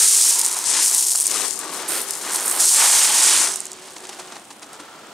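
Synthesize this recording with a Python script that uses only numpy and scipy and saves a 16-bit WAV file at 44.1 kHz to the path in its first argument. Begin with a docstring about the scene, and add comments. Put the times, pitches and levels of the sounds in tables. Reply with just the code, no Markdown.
"""A waterproof jacket drags over a hand-held camera's two microphone ports, on a shingle beach.
The weave sticks and slips in surges: hiss when fast, crackle as it slows. Folds snap free and creak.
Coarser slips pass through the case, which rings and thrums; the hand nudges the case.
Later the cloth quietens and a sleeve brushes lightly; a faint, breath-like ring near 1340 Hz ends it.
Behind lie soft surf and the faint, sinking hum of a far-off engine."""
import sys
import numpy as np
from scipy import signal
from scipy.fft import rfft, irfft, next_fast_len
from scipy.io import wavfile
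from scipy.ndimage import uniform_filter1d

SR = 44100
rng = np.random.default_rng(int(sys.argv[2]) if len(sys.argv) > 2 else 0)


def generate_wav(signal):
    """Clip the signal to [-1, 1] and save it as 16-bit WAV at the path in sys.argv[1]."""
    frames = np.transpose(np.atleast_2d(signal))
    scaled = np.clip(frames, -1, 1) * 32767
    pcm = np.round(scaled).astype(np.int16)
    wavfile.write(sys.argv[1], SR, pcm)


N = 226233
TIME = np.arange(N) / SR


def scrape():
    """Weave slips over the ports; slips grow uneven as a pull fades, and more threads snag."""
    # cloth pulls: (start [s], end [s], level [dB], sag [dB/s], rise [s], fade [s],
    # relative sheen [dB], base slip spread [dB])
    pulls = [(0, 0.312, -14, 5, .01, 0.071, -12.5, 0), (0.382, 0.612, -21, 27, 0.034, 0.074, -11.5, 6.5),
             (0.656, 0.823, -19.5, -5, 0.0077, 0.035, -20, -1),
             (.83, 0.883, -17.5, 0, 0.018, 0.071, -10, 3), (0.942, 1.265, -17.5, 21.5, .01, 0.12, -10, 6.5),
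             (1.329, 1.473, -25.5, 6, 0.038, 0.14, -12.5, 4.5), (1.733, 1.773, -35, 0, .02, .07, -5.5, 1),
             (1.888, 2.023, -33.5, 24, 0.0068, 0.028, 3.5, 4),
             (2.093, 2.294, -33.5, 7, .04, 0.038, -7.5, 6), (2.327, 2.367, -25, 0, .025, 0.084, -8, 6.5),
             (2.449, 2.57, -31.5, 15, 0.022, 0.037, 2.5, 6),
             (2.598, 3.05, -15.5, 0.5, 0.0091, 0.086, -12.5, -0.5),
             (3.151, 3.203, -16.5, 0, 0.043, 0.029, -14.5, 1),
             (3.234, 3.431, -14, 19, 0.034, 0.083, -16.5, 0), (3.85, 5.128, -45, 9.5, .1, .1, -12.5, 8)]
    # port hiss spectrum: (frequency [Hz], level [dB])
    hiss_spectrum = [(100, -71), (1500, -31), (3000, -18.5), (4200, -12), (5500, -6), (7000, -3),
                     (8300, -1.5), (9200, -2), (10000, -6.5), (11500, -17), (13000, -36), (15500, -41)]
    # top-octave sheen spectrum: (frequency [Hz], level [dB])
    sheen_spectrum = [(1000, -71), (6500, -10), (8800, 7.5), (10000, 3), (11800, 0), (13500, -5.5),
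                      (15500, -13)]
    spread_per_fade_db = 0.1
    shapes_db, sheens_db, spreads_db = [], [], []
    for start, end, db, sag_db_per_s, rise_s, fade_s, sheen_db, base_spread_db in pulls:
        sag_db = sag_db_per_s * np.clip(TIME - start, 0, end - start)
        shapes_db.append(db - sag_db + stroke(start, end, rise_s, fade_s))
        sheens_db.append(sheen_db)
        spreads_db.append(base_spread_db - spread_per_fade_db * stroke(0, end, rise_s, fade_s))
    spread_db = np.clip(blend(shapes_db, spreads_db), 0, 12)
    grain = slips(spread_db, rate_hz=2600, relax_s=0.0029)
    drag = grain * power_sum(shapes_db, np.zeros(len(pulls)))
    force = snags(drag, share=0.044 * spread_db, rate_hz=360, spread_db=6.5, relax_s=0.00063)
    hiss = ports(force, hiss_spectrum, side_db=-18)
    sheen = ports(grain * power_sum(shapes_db, sheens_db) * undb(5.5), sheen_spectrum)
    return cover(hiss, depth=1.14) + cover(sheen, depth=0.07)


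def slips(spread_db, rate_hz, relax_s):
    """Stick-slip force of even mean power: random slips, each relaxing exponentially."""
    onsets = rng.random(N) < rate_hz / SR
    size_db = spread_db * np.clip(rng.standard_normal(N), -2.3, 2.3)
    pole = np.exp(-2 / (relax_s * SR))
    power = signal.lfilter([1], [1, -pole], onsets * undb(size_db) ** 2) + 1e-9
    return np.sqrt(power / np.maximum(uniform_filter1d(power, size=2200), 1e-9))


def snags(force, share, rate_hz, spread_db, relax_s):
    """Threads catch and let go: a share of the power arrives as short ticks."""
    share = np.clip(share, 0, 0.9)
    return force * np.sqrt(1 - share + share * slips(spread_db, rate_hz, relax_s) ** 2)


def cover(pair, depth):
    """Cloth lies more on one port than on the other."""
    # port balance at depth 1: (time [s], left minus right [dB])
    balance_curve = [(0, 0.5), (.63, 0), (.67, 6.5), (.86, 1.5), (1.22, 2.5), (1.48, 15.5), (1.84, 14),
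                     (1.9, -20), (2.02, 19.5), (2.35, -0.5), (2.54, -8), (2.62, 0), (3.37, -1.3), (3.44, 6),
                     (3.55, -7), (3.95, -0.5)]
    pan_db = depth * np.interp(TIME, *np.transpose(balance_curve))
    balance = undb(np.array([pan_db, -pan_db]) / 2)
    return pair * balance / balance.mean(axis=0)


def case_rub():
    """Coarser slips ring and thrum the case; a faint, breath-like ring follows at the end."""
    # surges of cloth on the case, except the last row, a faint, breath-like ring near 1340 Hz:
    # (start [s], end [s], relative dry rub [dB], relative hollow ring [dB], relative thrum [dB],
    # narrow ring pitch [Hz], narrow ring level [dB])
    surges = [(0, 0.033, -28.5, -39, -44, 920, -46), (.14, 0.314, -34, -40, -47, 937, -54),
              (.37, 0.668, -37, -39, -47, 957, -41), (.74, 0.794, -27, -34, -39, 978, -38),
              (.92, 0.952, -35, -36.5, -48, 939, -42), (1.02, 1.26, -46, -47.5, -53, 968, -51),
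              (1.33, 1.44, -31.5, -34.5, -36.5, 1237, -40.5), (1.62, 1.699, -40, -37.5, -39.5, 1146, -40.5),
              (1.75, 1.839, -37, -34, -39.5, 1140, -44), (1.92, 1.984, -31, -33, -35.5, 1398, -40),
              (2.08, 2.16, -41, -39, -48, 1204, -59), (2.25, 2.47, -34.5, -31.5, -38, 1163, -48),
              (2.53, 2.625, -33, -29.5, -42, 1150, -52), (2.8, 2.857, -22.5, -24, -41.5, 866, -33.5),
              (2.93, 3.241, -25, -30.5, -42, 894, -36.5), (3.29, 3.36, -22.5, -31.5, -38.5, 894, -43),
              (3.43, 3.46, -28.5, -27.5, -37.5, 1151, -44), (3.6, 3.903, -47.5, -49, -53.5, 886, -64),
              (4.02, 4.334, -48.5, -44.5, -50, 960, -64), (4.7, 5.13, -52.5, -47, -50.5, 1340, -51)]
    # dull scuffs on the case: (crest time [s], level [dB])
    scuff_crests = [(.572, -29), (1.15, -35), (1.396, -27), (1.442, -31), (1.633, -33), (4.2, -37),
                    (4.625, -39)]
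    # dry rub spectrum: (frequency [Hz], level [dB])
    rub_spectrum = [(50, -56), (400, -36), (1000, -4.5), (1600, -1), (2100, 0), (2800, 0), (4000, 0.5),
                    (5500, -1), (8000, -1.5), (14000, -46)]
    # hollow ring spectrum: (frequency [Hz], level [dB])
    hollow_spectrum = [(50, -53), (300, -31.5), (550, -6), (750, -0.5), (900, 1), (1150, 0), (1400, -1),
                       (2000, -6), (4000, -43)]
    # low thrum spectrum: (frequency [Hz], level [dB])
    thrum_spectrum = [(25, -31), (60, -29), (110, -30.5), (160, -14), (230, -10), (340, -0.5), (460, -1.5),
                      (570, -6), (800, -8.5), (1600, -34)]
    rub_gain_db, hollow_gain_db, thrum_gain_db = 2, -3, -1
    starts, ends, rub_db, hollow_db, thrum_db, ring_hz, ring_db = np.transpose(surges)
    shapes_db = np.array([stroke(a, b, rise_s=0.056, fade_s=0.061) for a, b in zip(starts, ends)])
    force = slips(spread_db=0.4, rate_hz=1800, relax_s=0.0021)
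    scuffs = swells(scuff_crests, rise_s=0.0045, fade_s=0.008)
    rub_force = force * power_sum(shapes_db, rub_db + rub_gain_db)
    hollow_force = force * np.hypot(power_sum(shapes_db, hollow_db + hollow_gain_db), scuffs)
    rub = ports(rub_force, rub_spectrum, side_db=-3.5, lag_s=1e-5)
    hollow = ports(hollow_force, hollow_spectrum, lag_s=7e-5)
    thrum = ports(power_sum(shapes_db, thrum_db + thrum_gain_db), thrum_spectrum, lag_s=9e-5)
    ring = narrow_ring(force, blend(shapes_db, ring_hz), width_hz=150, lag_s=8e-5)
    return cover(rub, depth=0.45) + hollow + thrum + ring * power_sum(shapes_db, ring_db)


def narrow_ring(force, hz, width_hz, lag_s):
    """Breathy ring: a narrow band of noise around a moving pitch."""
    push = force * (rng.standard_normal(N) + 1j * rng.standard_normal(N))
    baseband = signal.sosfilt(signal.butter(2, width_hz / 2, fs=SR, output="sos"), push)
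    carrier = np.exp(2j * np.pi * np.cumsum(hz) / SR)
    ring = unit(np.real(baseband * carrier))
    return np.array([ring, delay(ring, lag_s)])


def creaks(tick_s=0.00016, stutter_t60_s=0.011):
    """Folds snap free and ring the ports: one sharp tick and a short stutter each."""
    # fold snaps: (time [s], relative peak [dB], pitch [Hz], stutter gain [dB])
    folds = [(.3926, 2, 8500, -4), (.415, -3, 6850, -14), (.4549, -2, 7500, -5), (.462, -1, 8790, -7),
             (.5884, -5, 8500, -3), (.9136, -3, 8530, -13), (1.096, -2, 7810, -13), (1.1116, -6, 8610, -9),
             (1.1327, -5, 7390, -4), (1.1574, 2.5, 8100, -13), (1.1752, -1, 9280, -23),
             (1.1818, -7, 8900, -10), (1.2006, 1, 8700, -19), (1.208, 5, 8910, -20), (1.229, -1, 9300, -24),
             (1.2574, 0, 7930, -12), (1.267, 4.5, 7900, 7), (1.3089, -5, 7000, -14),
             (1.5904, -10.5, 8650, -8), (1.8236, -18, 8860, -6), (2.0153, -11, 9100, -6),
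             (2.1073, -2, 7760, 0), (2.135, -9.5, 6260, -6), (2.153, -9, 7500, -9), (2.172, -15, 7970, -6),
             (2.3458, -4, 9100, -10), (2.3613, -4, 8800, -7), (2.4793, -2, 8170, -14),
             (2.4973, -3.5, 9100, -4), (2.5128, 0, 8260, -9), (3.539, -8, 6570, -15),
             (3.5583, -5.5, 8280, -10), (3.604, -4.5, 8460, -27), (3.6544, -13.5, 7700, -6),
             (3.6671, -16, 7770, -13), (3.7165, -17, 7100, -2), (3.7314, -16.5, 7350, -7),
             (4.2024, -29, 7350, -12), (4.7314, -25, 8820, -7)]
    out = np.zeros(N)
    t = np.arange(2000) / SR
    for time_s, db, hz, stutter_db in folds:
        tick = np.sin(2 * np.pi * hz * t) * (t / tick_s) * np.exp(-t / tick_s)
        band = signal.butter(2, [0.78 * hz, 1.31 * hz], "band", fs=SR, output="sos")
        stutter = signal.sosfilt(band, rng.standard_normal(len(t)))
        snap = tick + stutter * undb(stutter_db - 60 * t / stutter_t60_s)
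        i = int((time_s + 0.0004) * SR)
        out[i:i + len(t)] += undb(db - 2.5) * snap / np.abs(snap).max()
    return out


def sleeve():
    """The sleeve brushes in short strokes, grainy with snagging threads."""
    # light brushes: (crest time [s], relative level [dB])
    crests = [(3.88, -43), (3.965, -36.5), (4.04, -35), (4.092, -36), (4.13, -38), (4.194, -33.5),
              (4.273, -44), (4.322, -38.5), (4.358, -37), (4.506, -38), (4.626, -35.5), (4.733, -38),
              (4.799, -37.5)]
    # sleeve friction spectrum: (frequency [Hz], level [dB])
    spectrum = [(100, -41), (300, 7.5), (550, -4), (900, 6.5), (1700, -3), (3000, -3), (5000, -3.5),
                (7000, -1.5), (9200, -4.5), (11000, -14), (15000, -34)]
    strokes = undb(2) * swells(crests, rise_s=0.0028, fade_s=0.015)
    force = snags(strokes, share=0.6, rate_hz=700, spread_db=4.5, relax_s=0.00053)
    return ports(force, spectrum, side_db=-4)


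def nudges():
    """The hand bumps the case: faint low thuds."""
    # bumps: (crest time [s], level [dB])
    crests = [(.675, -51), (1.19, -62), (1.89, -57), (2.56, -55)]
    # thud spectrum: (frequency [Hz], level [dB])
    spectrum = [(20, -14), (45, -5), (90, -10), (150, -6), (300, -34), (900, -55)]
    return ports(swells(crests, rise_s=0.01, fade_s=0.033), spectrum)


def surf(level_db=-47.5, level_at_s=3.48, rise_db_per_s=0.6):
    """Soft wash on the shingle, wavering as it slowly builds."""
    # wash spectrum: (frequency [Hz], level [dB])
    spectrum = [(25, -34), (60, -17.5), (120, -7), (200, 0.5), (280, 2), (450, -2.5), (750, 3.5),
                (1300, -3), (2000, -7), (3200, -7), (8000, -25), (15000, -24)]
    wash_db = level_db + rise_db_per_s * (TIME - level_at_s) + wander(7.6)
    return ports(undb(wash_db), spectrum, side_db=9.5)


def engine_hum(start_hz=402.6, sag_hz_per_s=7.8, level_db=-53.5, end_s=4.33):
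    """Far-off engine: one wavering tone that sinks, then fades."""
    hz = (start_hz - sag_hz_per_s * TIME) * (1 + 0.008 * wander(35))
    phase = 2 * np.pi * np.cumsum(hz) / SR
    envelope_db = level_db + stroke(0, end_s, rise_s=0.072, fade_s=0.072)
    flutter_db = 2.6 * wander(16) + 2.2 * wander(55)
    return np.sqrt(2) * np.sin(phase) * undb(envelope_db + flutter_db)


def ports(envelope, spectrum, side_db=0, lag_s=0):
    """Coloured noise at both ports: mid at the envelope's RMS, lagged on the right, plus side."""
    # difference between the ports, before side_db: (frequency [Hz], side minus mid [dB])
    width = [(100, -44), (300, -23.5), (600, -17), (1500, -20.5), (4000, -10), (8000, -4.5), (13000, -85)]
    mid, side = colour(envelope * rng.standard_normal((2, N)), spectrum)
    side = undb(side_db) * colour(side, width)
    pair = np.array([mid + side, delay(mid, lag_s) - side])
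    return pair * np.sqrt(np.mean(envelope ** 2) / np.mean(mid ** 2))


def colour(x, spectrum):
    """Minimum-phase filter through (frequency [Hz], gain [dB]) points."""
    size = next_fast_len(N + 4096, real=True)
    hz, db = np.transpose(spectrum)
    bin_hz = np.arange(size // 2 + 1) * SR / size
    gain_db = np.interp(np.log(bin_hz + 1), np.log(hz), db)
    cepstrum = irfft(np.log(undb(gain_db)), size)
    cepstrum[1:size // 2] *= 2
    cepstrum[size // 2 + 1:] = 0
    return irfft(rfft(x, size) * np.exp(rfft(cepstrum)), size)[..., :N]


def stroke(start_s, end_s, rise_s, fade_s):
    """Envelope [dB]: 0 from start to end, exponential rise before and fade after."""
    before = np.maximum(start_s - TIME, 0) / rise_s
    after = np.maximum(TIME - end_s, 0) / fade_s
    return -20 / np.log(10) * (before + after)


def swells(crests, rise_s, fade_s):
    """Amplitude with one rise and fade per (time [s], level [dB]) row."""
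    return sum(undb(db + stroke(s, s, rise_s, fade_s)) for s, db in crests)


def power_sum(shapes_db, levels_db):
    """Joint amplitude of overlapping movements."""
    return np.sqrt(sum(undb(shape + db) ** 2 for shape, db in zip(shapes_db, levels_db)) + 1e-18)


def blend(shapes_db, values):
    """Power-weighted mean of one value per movement."""
    weights = undb(shapes_db - np.max(shapes_db, axis=0)) ** 2
    return sum(w * v for w, v in zip(weights, values)) / weights.sum(axis=0)


def wander(rate_hz):
    """Linearly joined random values, RMS 1."""
    return unit(np.interp(TIME * rate_hz, np.arange(N), rng.standard_normal(N)))


def delay(x, lag_s):
    return np.interp(TIME - lag_s, TIME, x)


def undb(db):
    return 10 ** (np.asarray(db) / 20)


def unit(x):
    return x / np.sqrt(np.mean(x ** 2) + 1e-18)


def scene():
    """Close, loud cloth over the open beach."""
    return scrape() + case_rub() + creaks() + sleeve() + nudges() + engine_hum() + surf()


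def record(dry):
    """The camera rounds the peaks and cuts the top."""
    ceiling, gain, cutoff_hz = 0.92, 1.06, 15600
    rounded = ceiling * np.tanh(gain * dry / ceiling)
    return signal.sosfilt(signal.ellip(10, 0.1, 80, cutoff_hz, fs=SR, output="sos"), rounded)


dry = scene()
out = record(dry)
generate_wav(out)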